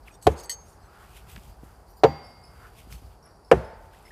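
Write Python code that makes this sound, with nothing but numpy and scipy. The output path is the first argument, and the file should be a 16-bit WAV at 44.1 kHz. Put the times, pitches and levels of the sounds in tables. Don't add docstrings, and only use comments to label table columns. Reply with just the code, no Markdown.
import sys
import numpy as np
from scipy import signal
from scipy.fft import rfft, irfft
from scipy.io import wavfile
from scipy.ndimage import uniform_filter1d

SR = 44100
rng = np.random.default_rng(int(sys.argv[2]) if len(sys.argv) > 2 else 0)


def rack_gain(trim_db):
    fader = np.asarray(trim_db, float)
    return 10 ** (fader / 20)


def materialize(psi):
    bounded = np.clip(np.atleast_2d(psi).T, -1, 1)
    quanta = np.round(bounded * 32767).astype(np.int16)
    wavfile.write(sys.argv[1], SR, quanta)


N = 181603


def evened(x):
    return x / np.sqrt(np.mean(x ** 2) + 1e-20)


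def noise(size=N):
    return rng.standard_normal(size)


def wander(size, smooth_samples):
    return evened(uniform_filter1d(noise(size), smooth_samples))


def read(points, hz):
    f, value = np.transpose(points)
    return np.interp(np.log(hz + 1), np.log(f + 1), value)


def add(mix, start_s, sound):
    part = mix[round(start_s * SR):][:len(sound)]
    part += sound[:len(part)]


def coloured(x, spectrum):
    gain = rack_gain(read(spectrum, np.fft.rfftfreq(len(x), 1 / SR)))
    return evened(irfft(rfft(x) * gain, len(x)))


def filtered(x, hz, kind="low"):
    return signal.lfilter(*signal.butter(2, hz, kind, fs=SR), x)


def resonate(x, hz, width_hz):
    return signal.lfilter(*signal.iirpeak(hz, hz / width_hz, SR), x)


def ring(modes, flip=-1.029):
    t = np.arange(SR)[:, None] / SR
    hz, level_db, t60_s = np.transpose(modes)
    fade = rack_gain(level_db - 60 * t / np.clip(t60_s, 0.005, 1.6))
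    return (fade * np.sin(2 * np.pi * hz * t) * flip ** np.arange(len(hz))).sum(1)


def swell(peak_s, level_db, rise_s, fall_s):
    late = np.arange(N) / SR - peak_s
    edge_fall_db = 17
    return rack_gain(level_db - edge_fall_db * np.maximum(-late / max(rise_s, 0.01), late / max(fall_s, 0.01)))


def tree_echoes(x, decays, gap_s=0.0099):
    taps = np.zeros(SR)
    at = np.arange(round(gap_s * SR), SR - 20, 20)
    taps[at + rng.integers(0, 20, len(at))] = rng.choice([-1., 1.], len(at))
    hz, t, z = signal.stft(taps, SR, nperseg=256)
    fade = rack_gain(-60 * t / read(decays, hz)[:, None])
    tail = signal.istft(z * fade, SR, nperseg=256)[1]
    return signal.fftconvolve(x, tail / np.linalg.norm(tail))[:N]


# pitch_hz, density_db [dB per Hz]
TRAFFIC_WASH = [(90, 0.5), (250, -11), (400, -5.5), (550, -9.5), (800, -4.5), (1200, -13.5), (2000, -28.5),
                (3600, -43.5), (4800, -35.5), (11000, -32.5), (14200, -46), (15800, -71)]
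# pitch_hz, density_db [dB per Hz]
TRAFFIC_RUMBLE = [(15, -59), (28, -33.5), (40, -8.5), (52, 0), (75, -10), (120, -17.5), (200, -23.5),
                  (400, -51)]
# pitch_hz, width_hz, level_db
INSECTS = (4750, 1000, -73.5)
# peak_s, level_db, rise_s, fall_s
STEPS = [
    (1.04, -58, .1, 0.038),
    (1.37, -47, 0.31, 0.055),
    (1.499, -41.5, 0.058, 0.027),
    (1.64, -55.5, 0.03, 0.35),
    (2.79, -51, 0.046, 0.055),
    (2.933, -36.5, 0.043, 0.041),
    (3.07, -48.5, 0.13, 0.079),
]


def yard():
    wash_db, rumble_db, rumble_swell_db, tremble_db = -55, -54.5, -2.5, 2.5
    wash = rack_gain(wash_db) * coloured(noise(), TRAFFIC_WASH)

    drift_db = rumble_swell_db * wander(N, 6000)
    rumble_gain = rack_gain(rumble_db + drift_db) + sum(swell(*step) for step in STEPS)
    rumble = rumble_gain * coloured(noise(), TRAFFIC_RUMBLE)

    hz, width_hz, level_db = INSECTS
    band = evened(resonate(resonate(noise(), hz, width_hz), hz, width_hz))
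    insects = rack_gain(level_db + tremble_db * wander(N, 900)) * band
    return wash + rumble + insects


def glide(length_s, start_hz, end_hz, level_db, octave_db=-60, fifth_db=-60):
    size = round(length_s * SR)
    turn = 2 * np.pi * np.cumsum(np.linspace(start_hz, end_hz, size)) / SR
    note = np.sin(turn) + rack_gain(octave_db) * np.sin(2 * turn) + rack_gain(fifth_db) * np.sin(3 / 2 * turn)
    flutter = 1 + 0.5 * np.sin(2 * np.pi * 55 * np.arange(size) / SR)
    return rack_gain(level_db) * flutter * note * signal.windows.tukey(size, 0.6)


# start_s, length_s, start_hz, end_hz, level_db
PEEPS = [(0.0743, 0.0045, 2710, 2560, -50), (0.0785, 0.009, 2800, 1710, -47),
         (0.082, 0.011, 3480, 2300, -58), (0.107, 0.013, 2560, 2410, -59),
         (3.256, 0.013, 10900, 9400, -59.5), (2.411, 0.01, 8730, 7000, -70), (3.931, .025, 1400, 2140, -56),
         (3.958, 0.013, 2460, 2850, -86), (4.051, 0.012, 2130, 2000, -57), (4.068, 0.0056, 2000, 2110, -55),
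         (4.079, 0.0049, 1930, 2350, -51.5), (4.104, 0.015, 1770, 1940, -49.5)]
# start_s, length_s, start_hz, end_hz, level_db
CHIRPS = [(2.226, 0.062, 5210, 5330, -57.5), (2.434, 0.025, 5160, 5170, -53.5),
          (2.448, .014, 5080, 4480, -62), (2.283, 0.047, 5270, 5220, -64), (3.224, 0.016, 5400, 5770, -61),
          (3.236, .02, 5720, 5670, -62.5), (3.27, 0.027, 5610, 5660, -65), (3.327, 0.046, 5620, 5600, -75),
          (3.326, 0.026, 4600, 4600, -72), (3.366, 0.023, 4730, 4540, -72.5), (3.422, .02, 4750, 4570, -70),
          (3.25, 0.018, 5590, 4820, -58.5), (3.443, 0.022, 5180, 5460, -61), (3.48, .02, 5320, 5300, -66),
          (3.643, 0.023, 5200, 5130, -58.5), (4.051, 0.02, 5300, 5220, -56), (4.075, .025, 5200, 5150, -61)]
# pitch_hz, t60_s
FIRS = [(4000, 0.34), (12000, 0.28)]


def birds():
    near_echo_db, far_echo_db = -26, -3
    near, far = np.zeros(N), np.zeros(N)
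    for start_s, *note in PEEPS:
        add(near, start_s, glide(*note))
    for start_s, *note in CHIRPS:
        add(far, start_s, glide(*note, octave_db=-8.5, fifth_db=-18))
    near_echo = rack_gain(near_echo_db) * tree_echoes(near, FIRS)
    far_echo = rack_gain(far_echo_db) * tree_echoes(far, FIRS)
    return near + near_echo + far + far_echo


# pitch_hz, density_db [dB per Hz]
CLOTH_HISS = [(2060, -22.5), (3500, -36), (4720, 12), (6500, 11.5), (8690, 12), (14000, 11), (15500, -10.5),
              (16000, -13)]
# peak_s, hiss_db, coarse_over_hiss_db, rise_s, fall_s
RUSTLES = [(0.077, -65.5, 5, 0.042, 0.071), (.71, -71, -5, 0.18, 0.058), (1.04, -68.5, 3.5, 0.27, 0.14),
           (1.173, -60, 4.5, 0.078, 0.06), (1.299, -58.5, 3.5, 0.034, 0.15), (1.44, -70, 2.5, 0.047, .14),
           (1.64, -71, -1, 0.061, 0.29), (1.92, -80, -16, 0.05, .08), (2.3, -82, 8, 0.15, .1),
           (2.68, -69.5, 2, 0.41, .07), (2.794, -60.5, 4, 0.061, 0.066), (2.93, -58, 2, 0.05, 0.079),
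           (3.039, -82, 3, 0.076, 0.09), (3.138, -74.5, 6, 0.086, .04), (3.266, -80, 1, .06, .05),
           (3.86, -76, 4, 0.13, .05), (3.938, -66.5, 6.5, 0.024, 0.094), (4.09, -68, 4, 0.11, 0.063)]


def clothes():
    hiss_gain = sum(swell(s, db, *edges) for s, db, over_db, *edges in RUSTLES)
    coarse_gain = sum(swell(s, db + over_db, *edges) for s, db, over_db, *edges in RUSTLES)
    rub = rack_gain(2.0 * wander(N, 120)) * noise()
    coarse = evened(resonate(resonate(rub, 2700, 2000), 2700, 2000))
    return 1.66 * hiss_gain * coloured(rub, CLOTH_HISS) + coarse_gain * coarse


# peak_s, level_db, rise_s, fall_s
SWISHES = [
    (.078, -63, .05, 0.19),
    (1.03, -56, 0.32, 0.1),
    (1.314, -62.5, 0.18, 0.13),
    (1.681, -64.5, 0.082, 0.21),
    (2.66, -52, 0.17, 0.058),
    (2.932, -58, 0.055, 0.015),
    (3.266, -59.5, 0.029, 0.066),
    (4.06, -67, 0.11, 0.072),
]


def arm_swishes():
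    still_air_db = -72.5
    gain = rack_gain(still_air_db) + sum(swell(*swing) for swing in SWISHES)
    return gain * evened(resonate(resonate(noise(), 1315, 740), 1315, 740))


# start_s, level_db, pitch_hz, decay_cycles
SNAPS = [(0.226, -28, 9000, 0.8), (1.166, -44, 2900, 4.6), (1.294, -35, 2470, 0.43),
         (1.3619, -24, 3180, 0.49), (1.3648, -35.5, 1650, 1.6), (1.365, -32.5, 2620, 0.91),
         (1.375, -38.5, 207, 1.8), (1.379, -34, 2500, 0.71), (1.397, -43, 8000, 1.5),
         (1.48, -45, 9000, 1.5), (1.489, -58, 109, 1.25), (1.634, -27.5, 231, 0.41),
         (2.872, -31.5, 224, 0.28), (2.9259, -33.5, 2330, 2.1), (2.9252, -37, 5030, 5),
         (3.022, -46, 260, 2.4), (3.988, -52, 7500, 8), (4.027, -49, 9000, 2.5), (2.445, -52.5, 2502, 3.3)]


def snaps():
    out, rise_cycles = np.zeros(N), 0.07
    for start_s, level_db, hz, decay_cycles in SNAPS:
        turns = np.arange(2000) / SR * hz
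        shape = np.exp(-turns / decay_cycles) * (1 - np.exp(-turns / rise_cycles))
        add(out, start_s, rack_gain(level_db) * np.sin(2 * np.pi * turns) * shape)
    return out


# pitch_hz, level_db, t60_s
BLADES = [(3060, -13, 0.086), (4420, 0.5, 0.086), (4540, -2, 0.06), (5716, -9.5, .08), (4810, -6, .06),
          (7052, -18, .07), (8600, -13, 0.0605), (9400, -41, .08), (9846, -14.5, 0.056), (10710, -32, .07),
          (12700, -24, .07), (11810, -18, .06), (12250, -29, 0.05), (13900, -31, .04)]
# pitch_hz, level_db, t60_s
BLADES_LONG = [(1852, -21, .085), (2046, -21, .08), (3300, -21, .07), (4486, -10, .26), (6442, -13, .3),
               (7757, -12, .11), (8012, -6, .065), (8091, -6, .065), (6450, -15, .2)]
# start_s, level_db, favoured_hz, fall_db [per octave away]
CLINKS = [(.2135, -36, 6000, 6), (.2262, -17, 8140, 32), (.113, -33, 8300, 26), (.3782, -28, 6500, 8),
          (.3872, -27, 8000, 8), (.3947, -36, 5000, 8), (.4366, -20, 6400, 23), (.444, -24, 4720, 12),
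          (.4555, -18, 8100, 40), (0.4952, -7.5, 5370, -10), (.5028, -7.5, 8200, 22),
          (.5138, -6, 5220, 4.5), (0.5225, -11.5, 8300, 13)]


def blade_clinks():
    out = np.zeros(N)
    for start_s, clink_db, favoured_hz, fall_db in CLINKS:
        modes = []
        for hz, mode_db, t60_s in BLADES + BLADES_LONG:
            octaves_off = abs(np.log2(hz / favoured_hz))
            modes.append((hz, clink_db - 27.0 + mode_db - fall_db * octaves_off, t60_s))
        add(out, start_s, ring(modes))
    return out


# start_s, end_s, level_db, grit_db, rising_share
SCRAPES = [(0.107, 0.16, -62, -10, 0.93), (0.212, 0.312, -57.5, -4.5, 0.21),
           (0.269, 0.375, -65.5, 6.5, 0.14), (0.351, 0.428, -54, -4.5, 0.64), (0.423, 0.469, -54, -9, 0.18),
           (0.4951, 0.555, -58, 12, 0.11), (0.641, 0.8, -68.5, -7, 0.26), (0.802, 0.886, -70.5, -15, 0.61),
           (1.3, 1.36, -64, -14, .3), (1.86, 1.94, -71, -25, 0.3), (1.89, 1.957, -68.5, -25, .15),
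           (1.945, 2.03, -66.5, -17, 0.32), (2.907, 3.007, -62, -18, 0.11)]
SCRAPED = [
    [8250, 5750, 6580, 3660],
    [7890, 8090, 4500, 11400, 9220],
    [6480, 12400, 8850],
    [6540, 5050, 4490, 8750, 7640],
    [4690, 6370, 13900, 10700, 5730],
    [12200, 12100, 12900, 11040],
    [8760, 6450, 5650, 7050, 10500],
    [7870, 4250, 6190],
    [14000, 7800],
    [9000, 4500, 13000, 4800],
    [11400, 5700, 14300],
    [13000, 14300, 4800, 9000, 7200, 10000],
    [6230, 4400, 8000, 14100, 5360],
]


def blade_scrapes():
    width_hz, next_mode_db, other_modes_db = 45, -1.5, -19.5
    out, t = np.zeros(N), np.arange(SR // 3) / SR
    for (start_s, end_s, level_db, grit_db, rising), peaks_hz in zip(SCRAPES, SCRAPED):
        length_s = end_s - start_s
        pressure = np.interp(t / length_s, [0, np.clip(rising, 0.01, 0.9), 1], [0, 1, 0]) ** 1.13
        bumps = rack_gain(3.2 * wander(len(t), 60))
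        grit = pressure * bumps * noise(len(t))
        lines = sum(rack_gain(next_mode_db * k) * evened(resonate(grit, hz, width_hz))
                    for k, hz in enumerate(peaks_hz))
        others = sum(evened(resonate(grit, hz, width_hz)) for hz, *_ in BLADES)
        lines += rack_gain(other_modes_db) * others
        broad = evened(resonate(resonate(grit, 7500, 8700), 6100, 6300))
        stroke = evened(lines) + rack_gain(grit_db) * broad
        add(out, start_s, rack_gain(level_db) * stroke * np.sqrt(length_s / t[-1]))
    return out


# start_s, pitch_hz, level_db, rise_s, t60_s
ROCKS = [
    (.28, 73, -16, 0.0073, 0.2),
    (.268, 98.6, -11, 0.0021, 0.1),
    (0.26, 150, -22.5, 0.0028, 0.21),
    (2.05, 75.6, -25, 0.017, 0.31),
    (2.045, 150, -26, .01, 0.35),
    (2.045, 130, -20.5, 0.0031, 0.17),
    (3.53, 65.3, -19, 0.012, 0.29),
    (3.56, 115, -25, 0.0044, 0.15),
]


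def rocking_stand():
    out, t = np.zeros(N), np.arange(SR // 2) / SR
    for start_s, hz, level_db, rise_s, t60_s in ROCKS:
        fade = rack_gain(level_db - 60 * t / t60_s) * (1 - np.exp(-t / rise_s))
        add(out, start_s, fade * np.sin(2 * np.pi * hz * t))
    return out


# start_s, then modes of pitch_hz, level_db, t60_s
STUCK_AXE = (2.045, [(1960, -50, 0.72), (2140, -52, 2), (4718, -47, 1.44), (5615, -64, .9),
             (7080, -56, 0.21), (14220, -61, 0.4)])
# start_s, pitch_hz, level_db, t60_s
HANDLES = [
    (2.05, 797, -27, .36),
    (3.53, 888, -44, 1.5),
]


def stuck_axes():
    out = np.zeros(N)
    start_s, modes = STUCK_AXE
    add(out, start_s, ring(modes))
    for start_s, *mode in HANDLES:
        add(out, start_s, ring([mode]))
    return out


def plank_push(planks, level_db, contact_ms, spot_hz):
    favour_db, favour_octaves = 15, 0.4
    modes = []
    for hz, mode_db, t60_s in planks:
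        share = np.exp(-(np.log2(hz / spot_hz) / favour_octaves) ** 2)
        modes.append((hz, mode_db + favour_db * (share - 0.5), t60_s))
    push = np.hanning(max(round(contact_ms * SR / 1000), 1) + 2)
    return signal.fftconvolve(-rack_gain(level_db) * push / push.sum(), ring(modes, flip=0.93))


def splitting(spectrum, t60s, level_db, treble_db):
    t = np.arange(SR // 4) / SR
    burst = filtered(coloured(noise(len(t)), spectrum), 800, "high")
    low = filtered(burst, 2000)
    top = filtered(burst, 6000, "high")
    middle = burst - low - top
    low_fade, middle_fade, top_fade = [rack_gain(-60 * t / t60_s) for t60_s in t60s]
    treble = middle * middle_fade + top * top_fade
    onset = 1 - np.exp(-t / 0.0002)
    return rack_gain(level_db) * (low * low_fade + treble * rack_gain(treble_db)) * onset


def axe_hit(planks, blows, crack, crack_db, crack_t60s):
    board, split = np.zeros(N), np.zeros(N)
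    for start_s, push_db, contact_ms, treble_db, spot_hz in blows:
        add(board, start_s, plank_push(planks, push_db, contact_ms, spot_hz))
        add(split, start_s, splitting(crack, crack_t60s, push_db + 20.5 + crack_db, treble_db))
    return filtered(board, 283, "high") + split


# pitch_hz, level_db, t60_s
PLANKS = [
    [(340, -4, 0.042), (440, 0, 0.053), (548, 1, 0.056), (724, 2, 0.036), (794, 1, 0.04), (874, -11, 0.18),
     (1047, 2, 0.04), (3820, -22, 0.02), (1410, -22, 0.035), (1728, -7, 0.055), (1950, 2.5, 0.04),
     (3120, -37, 0.23), (2530, -13, .025), (2940, -7, .025)],
    [(153, 8, 0.032), (427, -26.5, .06), (450, 0.5, 0.07), (530, 1, 0.069), (588, -11, 0.063),
     (703, 5, 0.041), (769, 5.5, 0.068), (903, 1.5, 0.13), (1010, -23, .05), (1080, -24.5, 0.05),
     (1830, -3, 0.021), (2200, -13, 0.04), (2555, -16, 0.04), (4800, -23, .03)],
    [(161.1, 9, 0.15), (386, -3, 0.079), (462, -3, 0.059), (510, 7, 0.032), (630, -6, 0.057),
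     (699, -3, 0.06), (785, -7, 0.04), (930, -18, 0.045), (1240, -27, 0.032), (1500, -23, 0.038),
     (1690, 3, 0.035), (2140, -26, .05), (2580, -15, 0.02), (3210, -7, .025)],
]
# start_s, push_db, contact_ms, treble_db, spot_hz
BLOWS = [
    [(.2671, -25.5, 0.47, -5, 493), (.2688, -16, 0.2, 8, 780), (.2716, -16.5, 0.3, 3, 730),
     (.2740, -9.5, 0.67, -7, 440)],
    [(2.0352, -13, 0.78, 9, 760), (2.0383, -15.5, 0.046, 13.5, 477), (2.0445, -7.5, 1, -0.5, 450),
     (2.0502, -14, 0.67, -9.5, 630)],
    [(3.5141, -18, 0.3, 21.5, 900), (3.5160, -11.5, 0.18, 14, 493), (3.5200, -13, 0.26, -4.5, 500),
     (3.5250, -10, 0.48, 2.5, 744), (3.5330, -15.5, 0.9, -18, 375)],
]
# pitch_hz, density_db [dB per Hz]
CRACKS = [
    [(120, -25), (220, -17), (404, -17.5), (900, -26), (1270, -31.5), (3040, -31.5), (12500, -47.5),
     (15500, -58)],
    [(150, -28), (290, -23.5), (480, -19.5), (1040, -15.5), (1270, -23), (3760, -31.5), (5130, -40.5),
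     (15500, -65.5)],
    [(210, -32), (400, -19.5), (1010, -21.5), (1310, -26), (2980, -37), (4030, -48), (13200, -56.5),
     (15500, -68.5)],
]
CRACK_DB = [-26, -29, -30]
# t60_s under 2 kHz, t60_s 2-6 kHz, t60_s over 6 kHz
CRACK_T60 = [(0.054, 0.026, 0.019), (0.073, 0.035, 0.028), (0.075, 0.026, 0.012)]
# pitch_hz, density_db [dB per Hz]
ECHOES = [
    [(120, -24), (200, 9), (409, 4), (666, -9), (804, -5.5), (1070, -11), (4000, -31), (5200, -62),
     (8800, -120)],
    [(120, -30), (200, 4.5), (609, -15.5), (801, -14.5), (2280, -32), (4840, -38), (5270, -39),
     (12000, -54), (15600, -95.5), (22000, -120)],
    [(120, -4.5), (200, 12.5), (258, -7.5), (390, 1.5), (1200, -19.5), (1460, -15.5), (3000, -33),
     (11900, -42), (15000, -63.5)],
]
TREES_DB = [0.5, 2.5, 5.5]
# pitch_hz, t60_s
TREES = [(100, 0.39), (300, 0.11), (600, 0.97), (1500, 1), (3000, 0.87), (8000, 0.42)]


def target():
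    out = np.zeros(N)
    for *hit, colour, echo_db in zip(PLANKS, BLOWS, CRACKS, CRACK_DB, CRACK_T60, ECHOES, TREES_DB):
        out += axe_hit(*hit)
        pulse = coloured(signal.unit_impulse(1024, "mid"), colour) * np.hanning(1024) / 32
        first_contact_s = hit[1][0][0]
        add(out, first_contact_s, rack_gain(echo_db) * tree_echoes(pulse, TREES, gap_s=0.0092))
    return out


def scene():
    background = yard() + birds()
    thrower = clothes() + arm_swishes() + snaps() + blade_clinks() + blade_scrapes()
    axes = rocking_stand() + stuck_axes() + target()
    return (background + thrower + axes)[None]


def band_limit(x):
    return signal.sosfilt(signal.butter(12, 16380, fs=SR, output="sos"), x)


def record(dry):
    thinned = signal.sosfilt(signal.butter(2, 40, "high", fs=SR, output="sos"), dry)
    rounded = 1.05 * np.tanh(thinned / 1.05)
    edge = signal.firwin(127, 15350, window=("kaiser", 8), fs=SR)
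    mix = signal.oaconvolve(rounded, edge[None], "same")
    return band_limit(mix)


dry = scene()
out = record(dry)
materialize(out)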